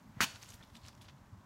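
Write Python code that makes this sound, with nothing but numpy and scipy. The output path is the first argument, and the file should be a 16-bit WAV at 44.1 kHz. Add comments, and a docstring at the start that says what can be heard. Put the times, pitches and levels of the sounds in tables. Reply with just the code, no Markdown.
"""Kick on a paved outdoor court.

The trouser leg flaps and swishes, a hand slaps the shoe and brushes across it.
The feet land, pivot and scuff on grit and dry leaves. Trees and fence throw back a short tail.
Underneath: low outdoor rumble, far traffic, thin hiss."""
import sys
import numpy as np
from scipy import signal
from scipy.fft import rfft, irfft, next_fast_len
from scipy.io import wavfile

SR = 44100
rng = np.random.default_rng(int(sys.argv[2]) if len(sys.argv) > 2 else 0)


def materialize(psi):
    """Save the field psi as 16-bit PCM at rate SR to the path in sys.argv[1].

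    A 1-D psi becomes a single channel; in a 2-D psi each row is a channel.
    """
    bounded = np.clip(np.atleast_2d(psi).T, -1, 1)
    quanta = np.round(bounded * 32767).astype(np.int16)
    wavfile.write(sys.argv[1], SR, quanta)


N = 63945
T = np.arange(N) / SR

# rumble and far traffic: f/Hz, level/dB
RUMBLE_SPECTRUM = [(12, -49), (20, -10.5), (132, -2.5), (167, -7.5), (208, -5), (333, -16), (503, -23),
                   (589, -14.5), (689, -20), (1020, -13.5), (1110, -17), (1430, -26), (1540, -23),
                   (1670, -29), (2200, -32), (2860, -63.5), (4840, -120)]
# outdoor hiss: f/Hz, level/dB
HISS_SPECTRUM = [(800, -18), (1500, 2), (2500, -6.5), (4500, -13), (7000, -10.5), (10000, -23),
                 (16000, -27)]
# echoes off trees and fence: f/Hz, gain/dB
SCATTER_RESPONSE = [(100, -7), (300, 4.5), (550, 10), (900, -2), (2000, -4), (3600, 1), (4400, 1),
                    (5200, 3.5), (6500, 0), (9000, 0.5), (16000, -9)]
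# clothes and leaves as the body turns: t/s, level/dB
RUSTLE_ENVELOPE = [(0, -74), (0.15, -75), (0.2, -70.5), (0.4, -67), (0.56, -69), (0.68, -72), (0.82, -72.5),
                   (0.92, -74.5), (1.1, -76.5), (1.2, -77.5), (1.45, -76.5)]
# sole on paving: f/Hz, gain/dB
SOLE_RESPONSE = [(150, -4.5), (300, -3.5), (650, 1), (1200, 5), (2400, 1), (3800, 0), (6500, -3),
                 (9000, -7.5), (12500, -6.5), (16000, -8.5)]
# sole scuffs: peak t/s, rise/s, fall/s, level/dB, low-pass f/Hz, rasp f/Hz
SCUFF_EVENTS = [(0.359, 0.0078, 0.0097, -50, 6500, 1430), (0.426, 0.0091, 0.019, -53, 13500, 4530),
                (0.505, 0.037, 0.022, -57.5, 11800, 6640), (0.544, 0.011, 0.01, -56.5, 15500, 11700),
                (0.613, 0.011, 0.0086, -57, 1790, 1790), (0.634, 0.0023, 0.0071, -56.5, 7200, 3530),
                (0.700, 0.0048, .006, -66, 8900, 6000), (0.756, 0.0083, 0.0086, -55.5, 10600, 4100),
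                (0.77, 0.0035, 0.0075, -59, 8100, 3670), (0.862, 0.024, 0.021, -57.5, 8100, 4270),
                (0.887, 0.0054, 0.0056, -53.5, 12000, 5400), (0.952, 0.0085, 0.0041, -71, 9900, 5400),
                (0.978, 0.0022, 0.0057, -63, 9050, 3320), (1.017, 0.0038, .02, -57.5, 12200, 3400),
                (1.048, 0.0017, 0.011, -59, 6000, 2850), (1.0845, 0.0015, 0.0084, -58, 4180, 3070),
                (1.099, 0.016, 0.005, -61, 4350, 3460), (1.185, 0.0033, 0.0039, -69, 7000, 4050)]
# stones and leaves snapping underfoot: t/s, level/dB, f/Hz
SNAP_EVENTS = [(0.4289, -35, 6100), (0.4896, -34.5, 7300), (0.5044, -32.5, 6540), (0.5417, -38.5, 6800),
               (0.6268, -40, 3400), (0.7493, -45, 3600), (0.7659, -42, 3670), (0.8834, -33, 5100),
               (0.9295, -51, 3480), (0.9511, -46, 5900), (1.013, -40, 3330), (1.048, -62, 2800),
               (1.0833, -49, 3050)]
# thumps of cloth, limbs and steps: t/s, level/dB, f/Hz, half-width/s
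THUMP_EVENTS = [(0.07, -54, 153, 0.003), (0.105, -59, 97, 0.012), (0.1717, -38.5, 168, 0.0032),
                (0.18, -40.5, 105, 0.0043), (0.2072, -27.5, 290, 0.0011), (0.2117, -32, 155, 0.0036),
                (0.236, -36.5, 216, 0.005), (0.275, -53, 145, 0.022), (0.349, -47.5, 99, 0.011),
                (0.47, -53, 121, 0.0094), (0.504, -53, 94, 0.015), (0.546, -47.5, 71, 0.0075),
                (0.608, -47, 132, 0.0045), (0.638, -56, 214, 0.0058), (0.729, -49.5, 85, 0.0098),
                (0.765, -57.5, 233, 0.018), (0.846, -46.5, 91.3, 0.011), (0.88, -54, 106.5, .014),
                (0.997, -58.5, 98, 0.039), (1.074, -54.5, 98, 0.016), (1.15, -55.5, 140, 0.037),
                (1.217, -51, 90.5, 0.0078), (1.335, -43.5, 98, 0.012), (1.355, -54.5, 193, 0.017),
                (1.384, -52, 86, 0.01)]
# hand sliding on shoe: f/Hz, level/dB
BRUSH_SPECTRUM = [(59, -48), (100, -11), (234, -8.5), (365, -15), (621, -17.5), (970, -3), (1170, -12),
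                  (1610, -3), (1830, -5), (2170, -4), (2370, -2), (2990, -3.5), (3860, -10), (4380, -4.5),
                  (4980, -11), (6560, -7.5), (7610, -14), (12400, -18.5), (16000, -21)]
# broad smack of skin: f/Hz, level/dB
SMACK_SPECTRUM = [(60, -22), (200, -2), (400, -10), (750, 9.5), (1500, -12.5), (4000, -5.5), (8000, -15),
                  (16000, -33)]
# hand on shoe, one crack and two lighter touches: t/s, level/dB, f/Hz
SLAP_EVENTS = [(0.2055, -15, 1566), (0.2176, -20.5, 1810), (0.2237, -21, 1760)]

CONTACT_S = .2048   # hand meets shoe
GRAINS_PER_S, GRAIN_SPREAD_DB, GRAIN_T60_CYCLES = 2800, 5, 9
GRAIN_LOW_HZ, GRAIN_HIGH_HZ, GRAIN_PITCHES = 2800, 14100, 20


def from_db(db):
    """Decibels to gain."""
    return 10 ** (np.asarray(db) / 20)


def unit_rms(x):
    """Scale to rms 1."""
    return x / np.sqrt(np.mean(x ** 2) + 1e-20)


def unit_peak(x):
    """Scale to peak 1."""
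    return x / np.abs(x).max()


def butter(x, hz, kind, order=2):
    """Causal Butterworth filter."""
    sos = signal.butter(order, np.clip(hz, 10, .45 * SR), kind, fs=SR, output="sos")
    return signal.sosfilt(sos, x + 1e-18)


def colour(x, points):
    """Minimum-phase filter from a table of f/Hz, gain/dB."""
    size = next_fast_len(2 * N)
    hz, db = np.transpose(points)
    bins_hz = np.maximum(np.arange(size // 2 + 1) * SR / size, 1)
    gain = from_db(np.interp(np.log(bins_hz), np.log(hz), db))
    cepstrum = irfft(np.log(gain), size)
    cepstrum[1:size // 2] *= 2
    cepstrum[size // 2 + 1:] = 0
    return irfft(rfft(x, size) * np.exp(rfft(cepstrum)), size)[:N]


def noise(points):
    """Steady coloured noise, rms 1."""
    return unit_rms(colour(rng.standard_normal(N), points))


def swell(peak_s, rise_s, fall_s):
    """Exponential rise to 1, exponential fall."""
    return np.exp(-np.maximum(peak_s - T, 0) / rise_s - np.maximum(T - peak_s, 0) / fall_s)


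def outdoors(rumble_db=-60.5, waver_db=.05, waver_hz=8.4, hiss_db=-74.5):
    """Near-steady rumble with far traffic, plus thin hiss."""
    waver = unit_rms(butter(rng.standard_normal(N), waver_hz, "low"))
    rumble = from_db(rumble_db - waver_db * waver) * noise(RUMBLE_SPECTRUM)
    return rumble + from_db(hiss_db) * noise(HISS_SPECTRUM)


def scatter(x, gain_db=-13, t60_s=.36, delay_s=.012):
    """Small echoes off trees and fence merge into a short tail."""
    age_s = T - delay_s
    echoes = rng.standard_normal(N) * (age_s > 0) * from_db(-60 * age_s / t60_s)
    tail = signal.fftconvolve(x, echoes / np.linalg.norm(echoes))[:N]
    return from_db(gain_db) * colour(tail, SCATTER_RESPONSE)


def friction(grit_share):
    """Smooth rubbing plus pings of single grains, mixed by power."""
    sizes = from_db(GRAIN_SPREAD_DB * np.minimum(rng.exponential(1, N), 4))
    signs = rng.choice([-1, 1], N)
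    clicks = sizes * signs * (rng.random(N) < GRAINS_PER_S / SR)
    pitch_index = rng.integers(0, GRAIN_PITCHES, N)
    grains = np.zeros(N)
    for k, hz in enumerate(np.linspace(GRAIN_LOW_HZ, GRAIN_HIGH_HZ, GRAIN_PITCHES)):
        radius = from_db(-60 * hz / (GRAIN_T60_CYCLES * SR))
        resonator = [1, -2 * radius * np.cos(2 * np.pi * hz / SR), radius ** 2]
        pings = signal.lfilter([1, 0, -1], resonator, clicks * (pitch_index == k) + 1e-18 * T)
        grains += np.sqrt(1 - radius ** 2) * pings
    return np.sqrt(grit_share) * unit_rms(grains) + np.sqrt(1 - grit_share) * rng.standard_normal(N)


def rustle():
    """Clothes and leaves rub faintly as the body turns."""
    level_db = np.interp(T, *np.transpose(RUSTLE_ENVELOPE))
    return from_db(level_db) * unit_rms(colour(friction(grit_share=.25), SOLE_RESPONSE))


def scuffs(grit_share=.51, rasp_db=-8, edge_ratio=1.02):
    """Grit crunches under the soles in short swells; sole resonance adds a narrow rasp."""
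    crunch = unit_rms(colour(friction(grit_share), SOLE_RESPONSE))
    rubbing = friction(grit_share)
    out = np.zeros(N)
    for peak_s, rise_s, fall_s, db, lowpass_hz, rasp_hz in SCUFF_EVENTS:
        dulled = unit_rms(butter(crunch, lowpass_hz, "low"))
        rasp = unit_rms(butter(rubbing, [rasp_hz / edge_ratio, rasp_hz * edge_ratio], "band", order=1))
        out += from_db(db) * swell(peak_s, rise_s, fall_s) * unit_rms(dulled + from_db(rasp_db) * rasp)
    return out


def snaps(trim_db=-8, decay_s=.0013, edge_ratio=1.05):
    """Each breaking stone or leaf gives a narrow-band tick."""
    out = np.zeros(N)
    for at_s, db, hz in SNAP_EVENTS:
        burst = rng.standard_normal(N) * (T >= at_s) * np.exp(-np.abs(T - at_s) / decay_s)
        tick = butter(burst, [hz / edge_ratio, hz * edge_ratio], "band", order=1)
        out += from_db(db + trim_db) * unit_peak(tick)
    return out


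def thumps():
    """Soft pushes of cloth, limbs and feet move the air in short, low pulses."""
    out = np.zeros(N)
    for at_s, db, hz, half_width_s in THUMP_EVENTS:
        envelope = np.exp(-((T - at_s) / half_width_s) ** 2)
        out += from_db(db) * envelope * np.cos(2 * np.pi * hz * (T - at_s))
    return out


def flutter(level_db=-61, peak_s=.08, half_width_s=.073, hz=234):
    """Loose trouser cloth whirrs low as the leg swings up."""
    whirr = unit_rms(butter(rng.standard_normal(N), [hz / 1.17, hz * 1.064], "band"))
    return from_db(level_db) * np.exp(-((T - peak_s) / half_width_s) ** 2) * whirr


def swish(level_db=-57, swell_s=.039, hz=1020):
    """Air rushes past the leg, loudest at contact."""
    rush = unit_rms(butter(rng.standard_normal(N), [hz / 2, hz * 2], "band"))
    return from_db(level_db) * swell(CONTACT_S, swell_s, swell_s) * rush


def brush(level_db=-28.5, sag_db_per_s=80, attack_s=.0035, leave_s=.0405, release_s=.0055):
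    """The hand slides over the shoe: a bright rasp that stops as it leaves."""
    age_s = T - CONTACT_S
    attack = np.clip(age_s / attack_s, 0, 1)
    release = np.exp(-np.maximum(age_s - leave_s, 0) / release_s)
    return attack * release * from_db(level_db - sag_db_per_s * age_s) * noise(BRUSH_SPECTRUM)


def slaps(skin_softness_s=.0001, edge_ratio=1.33, smack_db=-12):
    """Air squeezed from under the palm rings briefly over a broad smack of skin."""
    out = np.zeros(N)
    for at_s, db, hz in SLAP_EVENTS:
        push = np.exp(-.5 * ((T - at_s) / skin_softness_s) ** 2)
        crack = unit_peak(butter(push, [hz / edge_ratio, hz * edge_ratio], "band", order=3))
        smack = unit_peak(colour(signal.unit_impulse(N, int(at_s * SR)), SMACK_SPECTRUM))
        out += from_db(db) * (crack - from_db(smack_db) * smack)
    return out


def scene():
    """Kick and footwork in open air, mono; only the bright sounds echo."""
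    bright = slaps() + brush() + swish() + scuffs() + rustle() + snaps()
    return (bright + scatter(bright) + thumps() + flutter() + outdoors())[None]


def record(dry):
    """Gentle low cut, steep high cut."""
    low_cut_hz, high_cut_hz = 36, 15800
    high_cut = signal.ellip(12, .2, 70, high_cut_hz, fs=SR, output="sos")
    return signal.sosfilt(high_cut, butter(dry, low_cut_hz, "high"))


dry = scene()
out = record(dry)
materialize(out)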